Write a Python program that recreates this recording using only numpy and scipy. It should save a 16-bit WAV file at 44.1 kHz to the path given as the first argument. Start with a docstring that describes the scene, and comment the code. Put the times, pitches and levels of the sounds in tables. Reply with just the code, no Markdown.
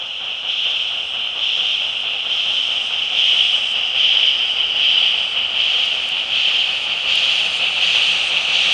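"""Steam locomotive pulling out

An engine leaves a country station and comes toward us, drain cocks open. Steam hisses in one surge
for each turn of the wheels, heard with a narrow, piercing ring near 3 kHz, and brightens as it nears.
Underneath, the chimney chuffs four times a turn, faster and faster, smeared by the wooded valley.
The firebox draught drones, and a few tiny ticks snap close by."""
import sys
import numpy as np
from scipy import signal
from scipy.fft import rfft, irfft
from scipy.io import wavfile

SR = 44100
rng = np.random.default_rng(int(sys.argv[2]) if len(sys.argv) > 2 else 0)


def wav_record(signal):
    """Record a signal, one row per channel, as 16-bit PCM in the file named by sys.argv[1]."""
    frames = np.transpose(np.atleast_2d(signal))
    bounded = np.clip(frames, -1, 1)
    # unit amplitude maps onto the largest positive 16-bit level
    quanta = np.round(bounded * 32767).astype(np.int16)
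    wavfile.write(sys.argv[1], SR, quanta)


N = 384993
TIME = np.arange(N) / SR

# The ring's colour: engine far, midway and near. Each row: frequency in Hz, relative level in dB.
RING_FAR = [(1060, -62.5), (1800, -43.5), (2010, -29), (2750, -2.5), (3130, 1.5), (3450, -4.5), (3800, -18),
            (4050, -19.5), (4400, -31.5), (5720, -57.5), (9680, -120)]
RING_MIDWAY = [(1400, -49), (1800, -27.5), (2100, -23), (2400, -13.5), (2700, -7), (2900, 0), (3080, 3),
               (3270, -2.5), (3480, -12), (3700, -21.5), (3950, -21), (4250, -38.5), (4800, -53)]
RING_NEAR = [(1060, -44.5), (1800, -22), (2120, -19), (2500, -1.5), (2680, 1), (3250, -2), (4220, -18),
             (4400, -18.5), (5720, -48), (9680, -120)]
# The jets' hiss: broad sizzle, fine spray on top. Each row: frequency in Hz, relative level in dB.
SIZZLE_COLOUR = [(900, -19.5), (1900, -4.5), (3700, 4.5), (4250, 0), (4900, -1.5), (5600, -1.5),
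                 (6500, -6.5), (7400, -13.5), (8600, -29.5), (10000, -47.5)]
SPRAY_COLOUR = [(5500, -27.5), (7000, -1.5), (7900, 2.5), (8800, -1), (9600, -4), (10300, -12),
                (11200, -22.5), (12200, -33.5)]
# A higher peak in the sizzle. Each row: time in seconds, centre in Hz, lift in dB.
SIZZLE_OVERTONE = [(0, 5280, 4), (1.6, 5280, 5), (3.4, 4980, 3), (4.2, 4910, 8.5), (5.0, 4740, 9.5),
                   (5.9, 4690, 4.5), (7.0, 4620, 4.5), (8.73, 4410, 1)]
# How the hiss reaches us. Each row: time in seconds, lag of the ground bounce in ms,
# its strength from 0 to 1, the spray's treble tilt in dB per octave.
HISS_PATH = [(0, .335, .8, -5.5), (.9, .345, .62, -10), (2.5, .348, .65, -6), (3.6, .358, 0.8, -5),
             (4.6, .365, .7, 0), (5.3, .366, .55, -1.5), (5.7, 0.43, .1, 4.5), (6.2, .434, 0.3, 3),
             (7.0, .44, 0.5, 5), (7.6, .448, 0.9, -3), (8.73, .474, .6, -2)]
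# The leak between surges. Each row: time in seconds, relative ring, sizzle and spray levels in dB.
STEADY_LEAK = [(0, -27, -49.5, -65.5), (1.2, -24.8, -48.5, -61.5), (2.1, -22.5, -47, -61),
               (2.9, -21.5, -42, -58), (4.5, -20, -42.5, -58.5), (5.5, -22, -44.5, -58.5),
               (6.9, -22.5, -41, -56), (7.6, -20, -38.5, -50), (8.73, -19, -35.5, -49.5)]
# One surge for each turn of the wheels. Each row: swell of the ring, sizzle and spray in dB.
SURGES = [(6, 5, 3.5), (5.5, 6.5, 4), (3.5, 4, 4.2), (7, 4.5, 7.3), (7, 4, 1.5), (6.5, 4.5, 4),
          (5.5, 5.2, 3), (6, 4.5, 3), (5, 6, 3.5), (4, 4.9, 3.4), (3.5, 4, 3.5)]
# The voice of the stack. Each row: frequency in Hz, relative level in dB.
CHIMNEY_COLOUR = [(50, -24), (100, -8.5), (160, -11), (260, -11.5), (340, -10.5), (420, -7.5), (520, -1.5),
                  (610, -2), (750, 2), (1020, -7), (1240, -0.5), (1450, -2.5), (1680, -8), (2000, -9.5),
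                  (2600, -22)]
# The four beats of a turn. Each row: place in the turn from 0 to 1, accent in dB, treble bark in dB.
EXHAUST_BEATS = [(.237, 1, 0.2), (.499, -.1, -.5), (.754, .4, 0), (.992, 0, -0.2)]
# The chimney drawing near. Each row: time in seconds, relative levels in dB of the steady roar
# (draught and rolling train) and of the chuffs.
EXHAUST_LEVELS = [(0, -46, -38.5), (.8, -42, -38.5), (2.4, -40.5, -38.5), (4.0, -40, -38),
                  (5.5, -38, -38.5), (6.4, -39, -38), (7.2, -38, -35.5), (8.73, -35, -35)]
# The firebox draught's deep drone. Each row: time in seconds, relative level in dB.
DRONE_LEVELS = [(0, -63), (2.3, -65), (3.0, -58.5), (4.1, -58), (4.65, -50.5), (5.1, -59), (5.5, -52),
                (6, -60), (8.73, -55.5)]
# The engine's hollow hums. Each row: time in seconds, relative levels of the low and high hum in dB.
HUM_LEVELS = [(0, -86, -62.5), (1.6, -74.5, -61.5), (3.2, -66.5, -56.5), (4.2, -68, -57.5),
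              (6.4, -62.5, -56), (7.0, -55, -59.5), (7.9, -52, -59), (8.73, -52.5, -58)]
# The yard's low rumble. Each row: frequency in Hz, relative level in dB.
RUMBLE_COLOUR = [(15, -15.5), (30, -8.5), (45, -0.5), (80, 1), (130, -10), (250, -25)]
# Tiny close ticks. Each row: time in seconds, relative peak in dB.
TICKS = [(3.3508, -33), (3.4256, -36), (5.8556, -27), (6.0893, -21.5), (7.1565, -17)]

# Envelopes of a surge. Each gives start, rise, hold and release, all in turns of the wheels.
RING_STROKE = (.005, .085, .29, .33)
SIZZLE_STROKE = (.028, .08, .3, .38)
SPRAY_STROKE = (.01, .32, .41, .045)
SPIT_STROKE = (.68, .04, .025, .025)  # water spits out just before the cock shuts
RETURN_STROKE = (.764, .029, .088, .044)  # a short, weaker swell on the piston's way back

FRAME, HOP = 1024, 256  # in samples: the grid on which the steam changes colour
FRAME_TIME, FRAME_HZ = np.arange(N // HOP + 5) * HOP / SR, np.fft.rfftfreq(FRAME, 1 / SR)


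def gain_of(db):
    """Decibels to amplitude."""
    return 10 ** (np.asarray(db) / 20)


def unit_rms(x):
    """Scales to rms 1."""
    return x / np.sqrt(np.mean(x ** 2) + 1e-20)


def eq_gain(colour, hz):
    """A colour table's gain at hz, drawn on a log-frequency axis."""
    points_hz, db = np.transpose(colour)
    return gain_of(np.interp(np.log(hz + 1), np.log(points_hz + 1), db, left=-100, right=-100))


def follow(rows, t):
    """Each column of an automation table at the times t."""
    seconds, *columns = np.transpose(rows)
    return [np.interp(t, seconds, column) for column in columns]


def bell(hz, centre_hz, width_hz):
    """The curve of a resonance, 1 at its centre."""
    return 1 / (1 + ((hz - centre_hz) / width_hz) ** 2)


def tinted_noise(colour):
    """Noise of rms 1, shaped by the gain curve colour(hz)."""
    return unit_rms(irfft(rfft(rng.standard_normal(N)) * colour(np.fft.rfftfreq(N, 1 / SR)), N))


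def wander(rate_hz):
    """A random wobble of rms 1, moving at around rate_hz."""
    return tinted_noise(lambda hz: hz / rate_hz / (1 + (hz / rate_hz) ** 3))


def shifting_noise(colour):
    """Noise at an even level whose colour (frames by bins) keeps moving."""
    colour = colour / np.linalg.norm(colour, axis=1, keepdims=True)
    real, imag = rng.standard_normal((2,) + colour.shape)
    _, noise = signal.istft(((real + 1j * imag) * colour).T, nperseg=FRAME, noverlap=FRAME - HOP)
    return unit_rms(noise[:N])


def wheel_turns(t, first_surge_s=.4244, turns_per_s=1.0612, turns_per_s2=.04515):
    """Turns of the driving wheels, evenly gaining speed: the clock for every surge and chuff."""
    age = t - first_surge_s
    return turns_per_s * age + turns_per_s2 * age ** 2 / 2


def stroke(shape, turns):
    """How far a cock is open, 0 to 1: it rises, holds and shuts once a turn."""
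    return np.interp(turns % 1, np.cumsum(shape), [0, 1, 1, 0])


def piercing_ring(leak_pitch=.99, sharpen=.018):
    """A narrow ring near 3 kHz heard in the hiss: it slowly widens, and lifts in pitch on each surge."""
    nearness = np.interp(FRAME_TIME, (2.2, 3.8, 4.5, 8.2), (.17, .82, 1, 1.76))[:, None]
    pitch = leak_pitch + sharpen * stroke(RING_STROKE, wheel_turns(FRAME_TIME))[:, None]
    blend = 0
    for stage, colour in enumerate((RING_FAR, RING_MIDWAY, RING_NEAR)):
        crossfade = np.maximum(1 - abs(nearness - stage), 0)
        blend += crossfade * eq_gain(colour, FRAME_HZ / pitch)
    return shifting_noise(blend)


def jet_hiss(notch_narrowing=.67, tilt_above_hz=7000):
    """Sizzle and spray, combed by their bounce off the ground."""
    hz, t = FRAME_HZ, FRAME_TIME[:, None]
    # on approach the bounce lags more, so its notches slide down; the air swallows less treble
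    lag_ms, bounce, tilt_db = follow(HISS_PATH, t)
    reflection = bounce * np.exp(-2j * np.pi * hz * lag_ms / 1000)
    comb = abs(1 + reflection) / abs(1 + notch_narrowing * reflection)
    overtone_hz, lift_db = follow(SIZZLE_OVERTONE, t)
    overtone = gain_of(lift_db * bell(hz, overtone_hz, width_hz=330))
    tilt = gain_of(tilt_db * np.log2(np.maximum(hz / tilt_above_hz, 1)))
    sizzle = shifting_noise(comb * eq_gain(SIZZLE_COLOUR, hz) * overtone)
    spray = shifting_noise(comb * eq_gain(SPRAY_COLOUR, hz) * tilt)
    return sizzle, spray


def drain_cocks(return_db=2.5, spit_db=2.2, sizzle_trim_db=4, flutter_db=.5, flutter_hz=12):
    """Turbulent steam jets: a steady leak that swells with each stroke of the piston."""
    turns = wheel_turns(TIME)
    surge = np.clip(turns.astype(int), 0, len(SURGES) - 1)
    ring_swell, sizzle_swell, spray_swell = np.array(SURGES)[surge].T * (turns >= 0)
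    ring_db, sizzle_db, spray_db = follow(STEADY_LEAK, TIME)
    ring_db += ring_swell * stroke(RING_STROKE, turns) + return_db * stroke(RETURN_STROKE, turns)
    sizzle_db += sizzle_swell * stroke(SIZZLE_STROKE, turns) + sizzle_trim_db
    spray_db += spray_swell * stroke(SPRAY_STROKE, turns) + spit_db * stroke(SPIT_STROKE, turns)
    ring = piercing_ring() * gain_of(ring_db + flutter_db * wander(flutter_hz))
    sizzle, spray = jet_hiss()
    hiss = sizzle * gain_of(sizzle_db) + spray * gain_of(spray_db)
    return ring + hiss * gain_of(flutter_db * wander(flutter_hz))


def chimney(chuff_trim_db=-.8, roar_trim_db=-.3, rise_s=.015, blast_s=.04, decay_s=.063,
            echo_s=.06, echo_db=-10, bark_hz=1000):
    """Each exhaust beat blows a burst of noise up the stack over a roar; the hillside throws it back."""
    roar_db, chuff_db = follow(EXHAUST_LEVELS, TIME)
    turns = wheel_turns(TIME)
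    turns_per_s = np.gradient(turns, TIME)
    low_power, high_power = np.zeros((2, N))
    for place, accent_db, bark_db in EXHAUST_BEATS:
        age = (turns - place) % 1 / turns_per_s
        # the valve snaps open, then the cylinder empties
        blast = np.minimum(age / rise_s, 1) ** 2 * np.exp(-np.maximum(age - blast_s, 0) / decay_s)
        beat_power = blast * gain_of(chuff_db + accent_db + chuff_trim_db) ** 2
        low_power += beat_power
        high_power += beat_power * gain_of(bark_db) ** 2
    roar_power = gain_of(roar_db + roar_trim_db) ** 2
    exhaust = tinted_noise(lambda hz: eq_gain(CHIMNEY_COLOUR, hz))
    low = signal.sosfiltfilt(signal.butter(4, bark_hz, fs=SR, output="sos"), exhaust)
    out = np.zeros(N)
    for band, power in ((low, low_power), (exhaust - low, high_power)):
        echo_power = np.interp(TIME - echo_s, TIME, power) * gain_of(echo_db) ** 2
        out += band * np.sqrt(power + echo_power + roar_power)
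    return out


def firebox_drone(pitch_hz=52, drift_hz=1.5, waver_db=2, wobble_hz=4.5, trim_db=-4):
    """The draught through the firebox: one deep tone, unsteady in pitch and level."""
    cycles = np.cumsum(pitch_hz + drift_hz * wander(wobble_hz)) / SR
    level_db = follow(DRONE_LEVELS, TIME)[0] + trim_db + waver_db * wander(wobble_hz)
    return np.sqrt(2) * np.sin(2 * np.pi * cycles) * gain_of(level_db)


def engine_hums(trim_db=-1):
    """The draught hums in two narrow, hollow resonances of the engine."""
    low_db, high_db = follow(HUM_LEVELS, TIME)
    low = tinted_noise(lambda hz: bell(hz, centre_hz=180.5, width_hz=11))
    high = tinted_noise(lambda hz: bell(hz, centre_hz=230, width_hz=24))
    return low * gain_of(low_db + trim_db) + high * gain_of(high_db + trim_db)


def yard_rumble(level_db=-62):
    """A faint, steady bed of low noise from the yard."""
    return tinted_noise(lambda hz: eq_gain(RUMBLE_COLOUR, hz)) * gain_of(level_db)


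def ticks(trim_db=2, pitch_hz=8200, width_s=.00008):
    """Single bright snaps, a fraction of a millisecond long."""
    out = np.zeros(N)
    for at_s, peak_db in TICKS:
        near = abs(TIME - at_s) < 10 * width_s
        age = TIME[near] - at_s
        snap = np.exp(-(age / width_s) ** 2) * np.cos(2 * np.pi * pitch_hz * age)
        out[near] += snap * gain_of(peak_db + trim_db)
    return out


def scene():
    """The whole locomotive, in mono from beside the track."""
    return (drain_cocks() + chimney() + firebox_drone() + engine_hums() + yard_rumble() + ticks())[None]


def record(dry):
    """A steep high cut takes the very top off the mix."""
    high_cut = signal.firwin(301, cutoff=12100, window=("kaiser", 9), fs=SR)
    return signal.oaconvolve(dry, high_cut[None], "same")


dry = scene()
out = record(dry)
wav_record(out)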